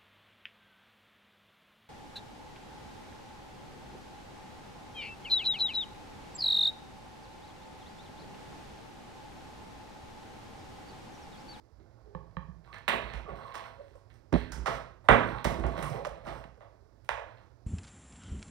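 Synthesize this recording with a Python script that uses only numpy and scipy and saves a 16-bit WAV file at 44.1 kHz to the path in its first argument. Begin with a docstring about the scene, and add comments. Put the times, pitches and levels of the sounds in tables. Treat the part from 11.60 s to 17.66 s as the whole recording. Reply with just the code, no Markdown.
"""First comes the soft rub of hands on plastic, then squeaks, clacks and thumps: a keyboard is gripped,
turned over and laid on a kitchen scale on a table. Skin catches and slips on the case, the case knocks
on the platter, the keys clack, and the cable and its plug tap the back. Knocks and rubs ring the modes
of table, scale and keyboard. It is all close by, a little to the right, in a bare, echoing room."""
import sys
import numpy as np
from scipy import signal
from scipy.fft import rfft, irfft, next_fast_len
from scipy.io import wavfile

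SR = 44100
rng = np.random.default_rng(int(sys.argv[2]) if len(sys.argv) > 2 else 0)


def pcm_store(signal):
    """Save signal as 16-bit PCM."""
    levels = np.round(np.clip(np.atleast_2d(signal), -1, 1) * 32767)
    wavfile.write(sys.argv[1], SR, levels.astype(np.int16).T)


N = 267378
TIME = np.arange(N) / SR


def from_db(db):
    """Decibels to gain."""
    return np.exp(np.asarray(db) * np.log(10) / 20)


def unit_rms(x):
    """Scale to rms 1."""
    return x / np.sqrt(np.mean(x ** 2) + 1e-20)


def unit_energy(x):
    """Scale a response so that it passes white noise at unchanged power."""
    return x / np.sqrt(np.sum(x ** 2) + 1e-20)


def at_hz(points, hz):
    """Read a curve on a log-frequency axis."""
    f, value = np.transpose(points)
    return np.interp(np.log(np.maximum(hz, 1)), np.log(f), value)


def filtered(x, response):
    """Apply an EQ curve given as a function of Hz."""
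    size = next_fast_len(x.shape[-1] + SR // 10)
    return irfft(rfft(x, size) * response(np.arange(size // 2 + 1) * SR / size), size)[..., :x.shape[-1]]


def through(x, impulse_response):
    """Play a signal through a body or a room."""
    return signal.oaconvolve(x, impulse_response)[:len(x)]


def drift(per_s):
    """A random wobble with a spread of about 1."""
    return np.interp(TIME * per_s, np.arange(2048), rng.standard_normal(2048))


# How alike the room sounds left and right: (frequency [Hz], likeness [0-1])
ROOM_LIKENESS = [(60, 0.6), (250, 1), (800, 0.8), (2500, 0.5), (6000, 1), (16000, 0.1)]
def diffuse(one, other):
    """Blend two unrelated signals into a stereo field, widest in the top treble."""
    alike = lambda hz: np.clip(at_hz(ROOM_LIKENESS, hz), 0, 1)
    left = filtered(one, alike) + filtered(other, lambda hz: np.sqrt(1 - alike(hz) ** 2))
    return np.array([left, one])


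# Colour of the quiet room: (frequency [Hz], relative level [dB])
ROOM_TONE = [(15, -41.5), (25, -12.5), (50, -2), (80, -3), (112, 4), (160, -23.5), (300, -15.5), (420, -16),
             (800, -22), (1800, -32.5), (3100, -45), (5000, -36), (8500, -49.5), (16000, -55.5)]
def room_tone():
    """The bed: a steady low rumble with a faint hiss."""
    noise = filtered(rng.standard_normal((2, N)), lambda hz: from_db(at_hz(ROOM_TONE, hz)))
    return diffuse(*unit_rms(noise)) * from_db([[-61], [-55.2]])


# Reverb decay: (frequency [Hz], t60 [s])
ROOM_T60 = [(100, 0.75), (300, 0.503), (800, 0.4847), (2000, 0.5056), (5000, 0.46), (14000, 0.2824)]
# Standing waves: (frequency [Hz], level against the dense echo [dB])
STANDING_WAVES = [(665, -27.5), (959, -28), (1292, -29.5)]
def room_reverb(predelay_s, build_s):
    """Dense wall echoes and a few standing waves build after a short gap and die sooner in the treble."""
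    t = TIME[:SR]
    decay = lambda hz: from_db(-60 * t / at_hz(ROOM_T60, hz))
    white, tail = rng.standard_normal(len(t)), 0
    centres = np.geomspace(60, 16000, 9)
    for share, hz in zip(np.eye(len(centres)), centres):
        band = filtered(white, lambda f: at_hz(np.c_[centres, share], f))
        tail = tail + band * decay(hz)
    waves = sum(from_db(db) * unit_energy(decay(hz) * np.sin(2 * np.pi * hz * t))
                for hz, db in STANDING_WAVES)
    fade_in = np.clip((t - predelay_s) / build_s, 0, 1)
    return unit_energy((unit_energy(tail) + waves) * fade_in)


# Left side against the right: (frequency [Hz], level [dB])
LEFT_EQ = [(60, -14), (110, -14), (200, -16.5), (380, -9), (700, -6.5), (1290, -8.5), (2380, -11),
           (4400, -13.5), (8120, -14), (15000, -15.5)]
# Its phase against the right: (frequency [Hz], lead [rad])
LEFT_PHASE = [(0, -1.5), (150, 1), (400, 1.2547), (800, 1.5385), (1640, -0.1338), (3190, -4.5),
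              (9650, -11.5), (16500, -21.5)]
def left_side(hz):
    """The left side faces away: it is quieter and gets the treble later."""
    return from_db(at_hz(LEFT_EQ, hz)) * np.exp(1j * np.interp(hz, *np.transpose(LEFT_PHASE)))


# Modes of table, scale and keyboard: (frequency [Hz], relative level [dB], t60 [s])
MODES = [(58, 0, 0.47), (124.4, -1.5, 0.077), (176.3, -0.5, 0.0534), (240, -0.5, 0.0411),
         (334.7, 1.5, 0.02935), (424.9, -1.5, 0.032), (465.7, -7.5, 0.024), (554.6, -2, 0.026),
         (615.8, -2, 0.033), (658.8, 2, 0.02), (720, -1, 0.013), (797, 1.5, 0.013), (966.2, 1, 0.0217),
         (1058.6, 3, 0.013), (1163.2, -2, 0.026), (1219.4, -1, 0.01524), (1540, -2.5, 0.00978),
         (1789.7, -2, 0.01274), (2040, -4, 0.014), (2220, -9, 0.027), (2497, -5, 0.0082),
         (2700, -2, 0.0075), (3050, -4.5, 0.006), (3400, -4.5, 0.0066), (3883, -5, 0.007),
         (4245, -4.5, 0.0066), (5264, -1, 0.0019), (6238, -3.5, 0.0013), (8300, -2, 0.0015),
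         (9130, -2.5, 0.0013), (11564, -6.5, 0.0007), (14260, -9.5, 0.00097)]
def part_modes(low, high):
    """One resonating part: its mode frequencies and its decaying sines, one per row."""
    t = TIME[:SR // 2]
    modes = [mode for mode in MODES if low <= mode[0] < high]
    sines = [(-1) ** k * from_db(db - np.minimum(60 * t / t60, 200)) * np.sin(2 * np.pi * hz * t)
             for k, (hz, db, t60) in enumerate(modes)]
    band = signal.butter(4, [low, min(high, .45 * SR)], "band", fs=SR, output="sos")
    return np.array(modes)[:, 0], signal.sosfilt(band, np.array(sines))


# Where table, platter, back panel, shell, keys and edge ring, a row each: (low [Hz], high [Hz])
PART_BANDS = [(42, 95), (100, 430), (450, 800), (780, 1668), (1450, 4550), (4950, 32000)]
PART_CENTRES_HZ = np.sqrt(np.prod(PART_BANDS, axis=1))
def contact_drive(db, pitch_hz, below, above, at=PART_CENTRES_HZ):
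    """A contact drives hardest at its own pitch, rolling off below and above it in dB per octave."""
    octaves = np.log2(at / pitch_hz)
    return db + np.minimum(below * octaves, -above * octaves)


# Hand slides: (time [s], length [s], relative rub level [dB], pitch [Hz], relative press level [dB])
STROKES = [(0.167, 0.65, -65.5, 502, -63.5), (1.035, 0.158, -61, 2000, -55.5),
           (1.123, 0.09, -48.5, 1450, -67), (1.436, 0.191, -42.5, 855, -40.5),
           (1.655, 0.1333, -45, 565, -44), (1.749, 0.207, -44.5, 947, -64.5),
           (1.935, 0.08, -39.5, 1397, -58.5), (2.005, 0.0912, -40, 1006, -56),
           (2.084, 0.115, -54.5, 811, -59.5), (2.184, 0.227, -66.5, 3070, -62),
           (2.492, 0.1026, -62, 3200, -62.5), (2.732, 0.1155, -46, 2220, -37),
           (2.85, 0.242, -57, 1158, -39.5), (3.052, 0.1286, -35, 530, -47), (3.06, 0.138, -47.5, 3200, -69),
           (3.535, 0.283, -39.5, 850, -34.5), (3.852, 0.2568, -39.5, 600, -26),
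           (4.1, 0.208, -39.5, 816, -43), (4.17, 0.192, -58, 9000, -54.5), (4.298, 0.1382, -36.5, 600, -43),
           (4.403, 0.28, -50.5, 600, -47.5), (4.638, 0.1608, -40.5, 752, -42.5),
           (4.665, 0.174, -67.5, 9000, -70), (4.781, 0.121, -53.5, 403, -51),
           (5.642, 0.2435, -59.5, 780, -66)]
def hand_forces(attack_s=0.0094, release_s=0.057):
    """Strokes swell, hold and let go over a light grip; one envelope per part, pressing first."""
    def forces(db, hz, press_db):
        rub_db = contact_drive(db, hz, below=7.1, above=7.366)[1:]
        return from_db(np.append(press_db, rub_db))[:, None]
    out = forces(db=-72.5, hz=600, press_db=-63.5) * np.ones(N)  # hands never hold quite still
    for start, length, db, hz, press_db in STROKES:
        span = (TIME >= start) & (TIME < start + length)
        t = TIME[span] - start
        envelope = np.clip(np.minimum(t / attack_s, (length - t) / release_s), 0, 1)
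        out[:, span] += forces(db, hz, press_db) * envelope
    return out


def friction(modes, slips_per_s, spread_db, clump_db, smooth):
    """Tiny slips of uneven size come in clumps over a smooth hiss and keep a part ringing."""
    hiss, chance = rng.standard_normal(N), rng.random(N) * SR / slips_per_s
    slipping, slips = chance < 1, np.zeros(N)
    sizes = from_db(spread_db * np.minimum(-np.log(chance[slipping]), 4))
    slips[slipping] = np.sign(hiss[slipping]) * sizes
    force = (unit_rms(slips) + smooth * hiss) * from_db(clump_db * drift(45))
    return unit_rms(through(force, modes.sum(axis=0)))


def rubbing_hands(parts):
    """Pressing shakes table and scale, dragging flexes the back, light rubbing stirs shell and keys."""
    table, platter, back, shell, keys, edge = [modes for hz, modes in parts]
    press, shove, drag, rub, rattle, hiss = hand_forces()
    load = press * from_db(-7) + shove * from_db(-1.5)
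    rumble = press * from_db(3) * friction(table, slips_per_s=260, spread_db=0, clump_db=3.5, smooth=0.83)
    scuff = load * friction(platter, slips_per_s=250, spread_db=3, clump_db=6, smooth=0.64)
    scuff += drag * friction(back, slips_per_s=210, spread_db=-1, clump_db=1.5, smooth=0.15)
    scuff += rub * friction(shell, slips_per_s=570, spread_db=7.5, clump_db=3, smooth=0.13)
    key_grain = friction(keys, slips_per_s=490, spread_db=7, clump_db=4.5, smooth=0.38)
    edge_grain = friction(edge, slips_per_s=310, spread_db=2.5, clump_db=-2, smooth=0.36)
    scuff += rattle * from_db(3.5) * key_grain + hiss * from_db(4) * edge_grain
    return np.array([rumble + scuff, scuff])  # direct, reverb send


# Skin, cable and platter squeak: (time [s], length [s], pitch [Hz], relative level [dB], glide [octaves])
SQUEAKS = [(0.434, 0.1365, 414.3, -55.5, 0.018), (1.05, 0.15, 1170, -55, 0.14),
           (1.14, 0.0636, 1772, -50, 0.143), (1.655, 0.07, 1166, -46.5, -0.084),
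           (1.676, 0.0264, 438.5, -42, -0.087), (1.7, 0.0469, 536.5, -43.5, 0.055),
           (1.755, 0.331, 1076, -49.5, 0.03), (2.178, 0.055, 534.6, -42.5, -0.14),
           (2.35, 0.0197, 538.7, -45, 0.0057), (2.78, 0.067, 2060, -53, -.08),
           (2.885, 0.1084, 1540, -51, -0.081), (4.175, 0.037, 170.8, -36.5, -0.052),
           (4.222, 0.063, 147.9, -32.5, -0.21), (4.23, 0.0704, 1116, -40, -0.072),
           (4.305, 0.034, 133.7, -37, 0.028), (4.34, 0.0387, 437.6, -41, -0.123),
           (4.463, 0.0183, 573.3, -31, -0.079), (4.973, 0.0218, 484, -51.5, 0.023)]
def squeaks(waver, flutter_db):
    """Uneven stick-slip locks onto a resonance, swells, slides a little and lets go."""
    out = np.zeros(N)
    jitter, grip = 1 + waver * drift(420), from_db(flutter_db * drift(90))
    for start, length, hz, db, glide in SQUEAKS:
        span = (TIME >= start) & (TIME < start + length)
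        progress = (TIME[span] - start) / length
        pitch_hz = hz * 2 ** (glide * (progress - .5)) * jitter[span]
        phase = 2 * np.pi * np.cumsum(pitch_hz) / SR
        tone = np.sin(phase) + from_db(-20) * np.sin(2 * phase)  # the jerky slip adds the octave
        out[span] += from_db(db) * np.sqrt(2) * np.sin(np.pi * progress) * grip[span] * tone
    return out * from_db([[.1], [-7]])  # direct, reverb send


# Modes of the scale's housing: (frequency [Hz], relative level [dB], t60 [s])
HOUSING_MODES = [(61.43, -7, 0.344), (149.4, 0.5, 0.0896), (174, 1, 0.13), (355, -2, 0.039),
                 (527.5, -0.5, 0.0863), (875, -0.5, 0.0472), (1108.7, 8.5, 0.0208), (1206.6, 5, 0.017),
                 (1600, -2.5, 0.014), (1786, -1.5, 0.029), (2350, -2, 0.01), (3150, -5, 0.014),
                 (3935, -12, 0.0305)]
# Rocking taps: (time [s], clack drive [dB], pitch [Hz], boom drive [dB], tuning [ratio])
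ROCKINGS = [(0.549, -37, 720, -35, 0.99), (.768, -34, 1450, -32, 1.0104), (0.884, -71.5, 500, -40, 1.03)]
def rockings(boom_below_hz=300):
    """The keyboard rocks on the hollow scale: soft, dull taps whose pitch shifts with the load."""
    out = np.zeros(N)
    for start, clack_db, pitch_hz, boom_db, tuning in ROCKINGS:
        span = (TIME >= start) & (TIME < start + .5)
        t = TIME[span] - start
        for k, (hz, db, t60) in enumerate(HOUSING_MODES):
            clack_drive_db = contact_drive(clack_db, pitch_hz, below=5.2, above=6.1, at=hz)
            drive_db = boom_db if hz < boom_below_hz else clack_drive_db
            envelope = from_db(drive_db + db - 60 * t / t60)
            out[span] += (-1) ** k * envelope * np.sin(2 * np.pi * hz * tuning * t)
    return out * from_db([[4], [-3]])  # direct, reverb send


def crunch(length_s, rebound):
    """One push and a few milliseconds of tiny rebounds smear a hit without colouring it."""
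    out = 1.0 * (TIME[:SR // 20] == 0)
    for gap_s in length_s * rng.uniform(.1, 1, size=3):
        allpass = np.r_[rebound, np.zeros(int(gap_s * SR)), 1]
        out = signal.lfilter(allpass, allpass[::-1], out)
    return out


def chatter(ticks_per_s=59, level_db=-13.5, t60_s=0.37):
    """One tick, then a dying scatter of smaller ones as cable and keys settle."""
    t = TIME[:SR // 5]
    ticks = (rng.random(len(t)) < ticks_per_s / SR) * rng.standard_normal(len(t))
    return (t == 0) + ticks * from_db(level_db - 60 * t / t60_s)


def crowded_ring(power):
    """The ring of overlapping modes: their powers add, with no gaps between them (minimum phase)."""
    cepstrum = irfft(np.log(power + 1e-9 * power.max()) / 2)
    half = len(cepstrum) // 2
    return irfft(np.exp(rfft(np.r_[cepstrum[0], 2 * cepstrum[1:half]], len(cepstrum))))


def plastic_clack(power, detune):
    """Back, shell and keys clack as one body, which the shifting grip retunes a little each time."""
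    bins = np.arange(len(power))
    retuned = np.interp(bins * np.exp(detune * rng.standard_normal()), bins, power)
    return through(crowded_ring(retuned), crunch(length_s=0.0012, rebound=0.572))


def hard_hits(cues, below, above, weight_db):
    """Hard contacts give the edge its own tick; their weight sets how far table and platter move."""
    for start, db, hz, lift_db, tick_db, tilt_db, send_db in cues:
        table, platter, back, shell, keys, _ = contact_drive(db, hz, below, above)
        drive_db = [table + weight_db, platter + weight_db, back, shell, keys, tick_db]
        yield start, drive_db, hz, lift_db, tilt_db, send_db


# Cable and plug on plastic: (time [s], drive [dB], pitch [Hz], lift at that pitch [dB],
# edge tick drive [dB], tick tilt [dB/octave], reverb send [dB])
CABLE_TAPS = [(1.075, -56, 1160, 9, -83.5, 4.5, -5), (1.143, -47, 1240, 6.5, -63.5, -4.5, -3.5),
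              (1.183, -50, 1900, 9, -65.5, -2.5, -7), (2.354, -59.5, 758, -4.5, -73, -3, 4),
              (2.92, -43.5, 1581, 5.5, -44, -16, 3.5), (3.059, -29.5, 1250, 1.5, -46, -11, 5),
              (3.069, -35, 1107, -4, -45.5, -12.5, 0.5), (3.442, -57.5, 553, -1.5, -78.5, 1, 12),
              (3.4875, -11, 711.7, 11, -45, 5.5, 0), (3.844, -32.5, 2226, 4.5, -41.5, 7.5, 1.5),
              (4.065, -39.5, 487, 10.5, -56, 1.5, 2), (4.449, -34.5, 1284, 8, -52.5, -7.5, -4),
              (4.454, -36, 974, -4, -52, -19, -9.5), (4.47, -39.5, 560, 7, -54, -2, -5),
              (4.512, -53.5, 580, 0, -73.5, 0, -13), (4.839, -46.5, 1750, 7.5, -73, -3, -6.5),
              (4.977, -58, 495, 5.5, -85, 0, -5.5), (5.006, -51, 570, 7.5, -82, -0.5, 6.5),
              (5.446, -67, 3425, 5, -70, -2, 3.5), (5.49, -23.5, 1705, 5.5, -44, -1, -2.5),
              (5.575, -37, 698, 7.5, -80, -2, 2.5)]
def cable_taps():
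    """Cable and plug tap and slap the back, too light to move table and platter much."""
    return hard_hits(CABLE_TAPS, below=5, above=5.55, weight_db=-29)


# Low thumps: (time [s], drive [dB], pitch [Hz])
THUMPS = [(1.536, -26.5, 54.7), (1.646, -40.5, 130), (1.725, -42, 199), (2.724, -11, 90.66),
          (2.7345, -14, 198.3), (2.7468, -14.5, 177.2), (2.7582, -23, 354), (2.973, -28.5, 64.9),
          (3.118, -31, 56), (3.488, -16.5, 64.6), (3.489, -19, 229.8), (3.512, -18, 149.3),
          (3.846, -16.5, 58), (3.862, -23, 157.3), (4, -23.5, 82.3), (4.039, -25, 133.8), (4.669, -39, 192),
          (4.845, -40.5, 128.4), (5.499, -36.5, 60)]
def thumps(send_db=-17):
    """Low, nearly dry thumps and a short judder as the keyboard is handled."""
    for start, db, hz in THUMPS:
        yield start, contact_drive(db, hz, below=5, above=7.83), hz, 0, 0, send_db  # no lift or tilt


# Case on platter: (time [s], drive [dB], pitch [Hz], lift at that pitch [dB],
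# edge tick drive [dB], tick tilt [dB/octave], reverb send [dB])
CASE_KNOCKS = [(1.279, -24, 2484, -0.5, -46.5, -2, 4.5), (1.284, -37, 1100, -0.5, -39.5, 10.5, -3),
               (1.333, -30.5, 394.8, 10.5, -65.5, -0.5, 2.5), (1.536, -42, 2190, 3.5, -58, -2.5, 3),
               (1.691, -44, 428, 10, -87, 9.5, 5.5), (1.943, -46, 2020, -3.5, -57.5, 0.5, 4.5),
               (1.953, -40.5, 1600, 2, -50.5, -10, -1.5), (2.727, -30, 448, 18, -50.5, -21, -3.5),
               (3.078, -30, 424.5, 11.5, -53, -8.5, -4.5), (3.486, -16, 1500, -1.5, -49.5, 13, 5.5),
               (3.511, -23, 240, 5.5, -50, -2.5, 5), (3.849, -24.5, 522, 14, -40, -12, 0),
               (3.997, -46.5, 646, 2.5, -59, -1, -2), (4.037, -35, 623, -5.5, -78, 2.5, 5),
               (4.177, -35.5, 550, 4, -67.5, 0, 3), (4.226, -37, 1114, 8, -45.5, 6, 3.5),
               (4.343, -39, 427, 8, -73, -1, 3), (4.668, -41.5, 560, 0, -61, -7.5, 8)]
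def case_knocks():
    """The case knocks on the scale and the keys clack."""
    return hard_hits(CASE_KNOCKS, below=3.823, above=3.793, weight_db=0)


def impacts(parts, hits, scatter_db, detune, lift_octaves=0.12):
    """Each hit rings every part, with mode strengths that depend on where it lands."""
    out = np.zeros((2, N + SR))  # direct, reverb send
    powers = [np.abs(rfft(modes)) ** 2 for hz, modes in parts]
    edge_low_hz = PART_BANDS[-1][0]
    for start, drive_db, pitch_hz, lift_db, tilt_db, send_db in hits:
        rings, spectra = [], []
        for (hz, modes), power, db in zip(parts, powers, drive_db):
            # a hard contact favours the upper modes of a part, a soft one the lower
            colour_db = at_hz(np.c_[PART_CENTRES_HZ, drive_db], hz)
            colour_db += tilt_db * np.log2(np.maximum(hz / edge_low_hz, 1))
            # the struck spot brings out the modes at its own pitch
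            colour_db += lift_db * np.exp(-(np.log2(hz / pitch_hz) / lift_octaves) ** 2)
            strengths = from_db(colour_db + scatter_db * rng.standard_normal(len(hz)))
            spectrum = strengths ** 2 @ power
            rings.append(from_db(db) * unit_energy(strengths @ modes))
            spectra.append(from_db(db) ** 2 * spectrum / spectrum.mean())
        table, platter = rings[:2]
        clack = plastic_clack(sum(spectra[2:-1]), detune)
        tick = through(crowded_ring(spectra[-1]), crunch(length_s=0.0013, rebound=0.75))
        ticks = through(tick, chatter())
        span = slice(round(start * SR), round(start * SR) + len(table))
        out[0, span] += table + platter + clack + ticks
        # the table's boom stays in the furniture; fine ticks stir the room less than the case does
        out[1, span] += from_db(send_db) * (platter + clack + from_db(-2.5) * ticks)
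    return out[:, :N] * np.sqrt(SR / 100)  # level as energy spread over 10 ms


def scene():
    """Hits, rubbing, rocking and squeaks sit over their reverb and the room tone, leaning right."""
    parts = [part_modes(low, high) for low, high in PART_BANDS]
    hits = [*thumps(), *case_knocks(), *cable_taps()]
    handling = from_db(-0.3672) * impacts(parts, hits, scatter_db=2.5, detune=0.061)
    handling += from_db(-5.5) * rubbing_hands(parts)
    direct, send = handling + rockings() + squeaks(waver=0.07, flutter_db=3)
    echoes = [through(send, room_reverb(predelay_s=0.0041, build_s=0.00071)) for side in range(2)]
    left, right = direct + from_db(0.3466) * diffuse(*echoes) + room_tone()
    return np.array([filtered(left, left_side), right])


def record(dry):
    """Hold the highest peaks at full scale, then cut the top treble."""
    high_cut = signal.ellip(10, .1, 80, 16300, fs=SR, output="sos")
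    return signal.sosfilt(high_cut, np.clip(dry, -1, 1))


dry = scene()
out = record(dry)
pcm_store(out)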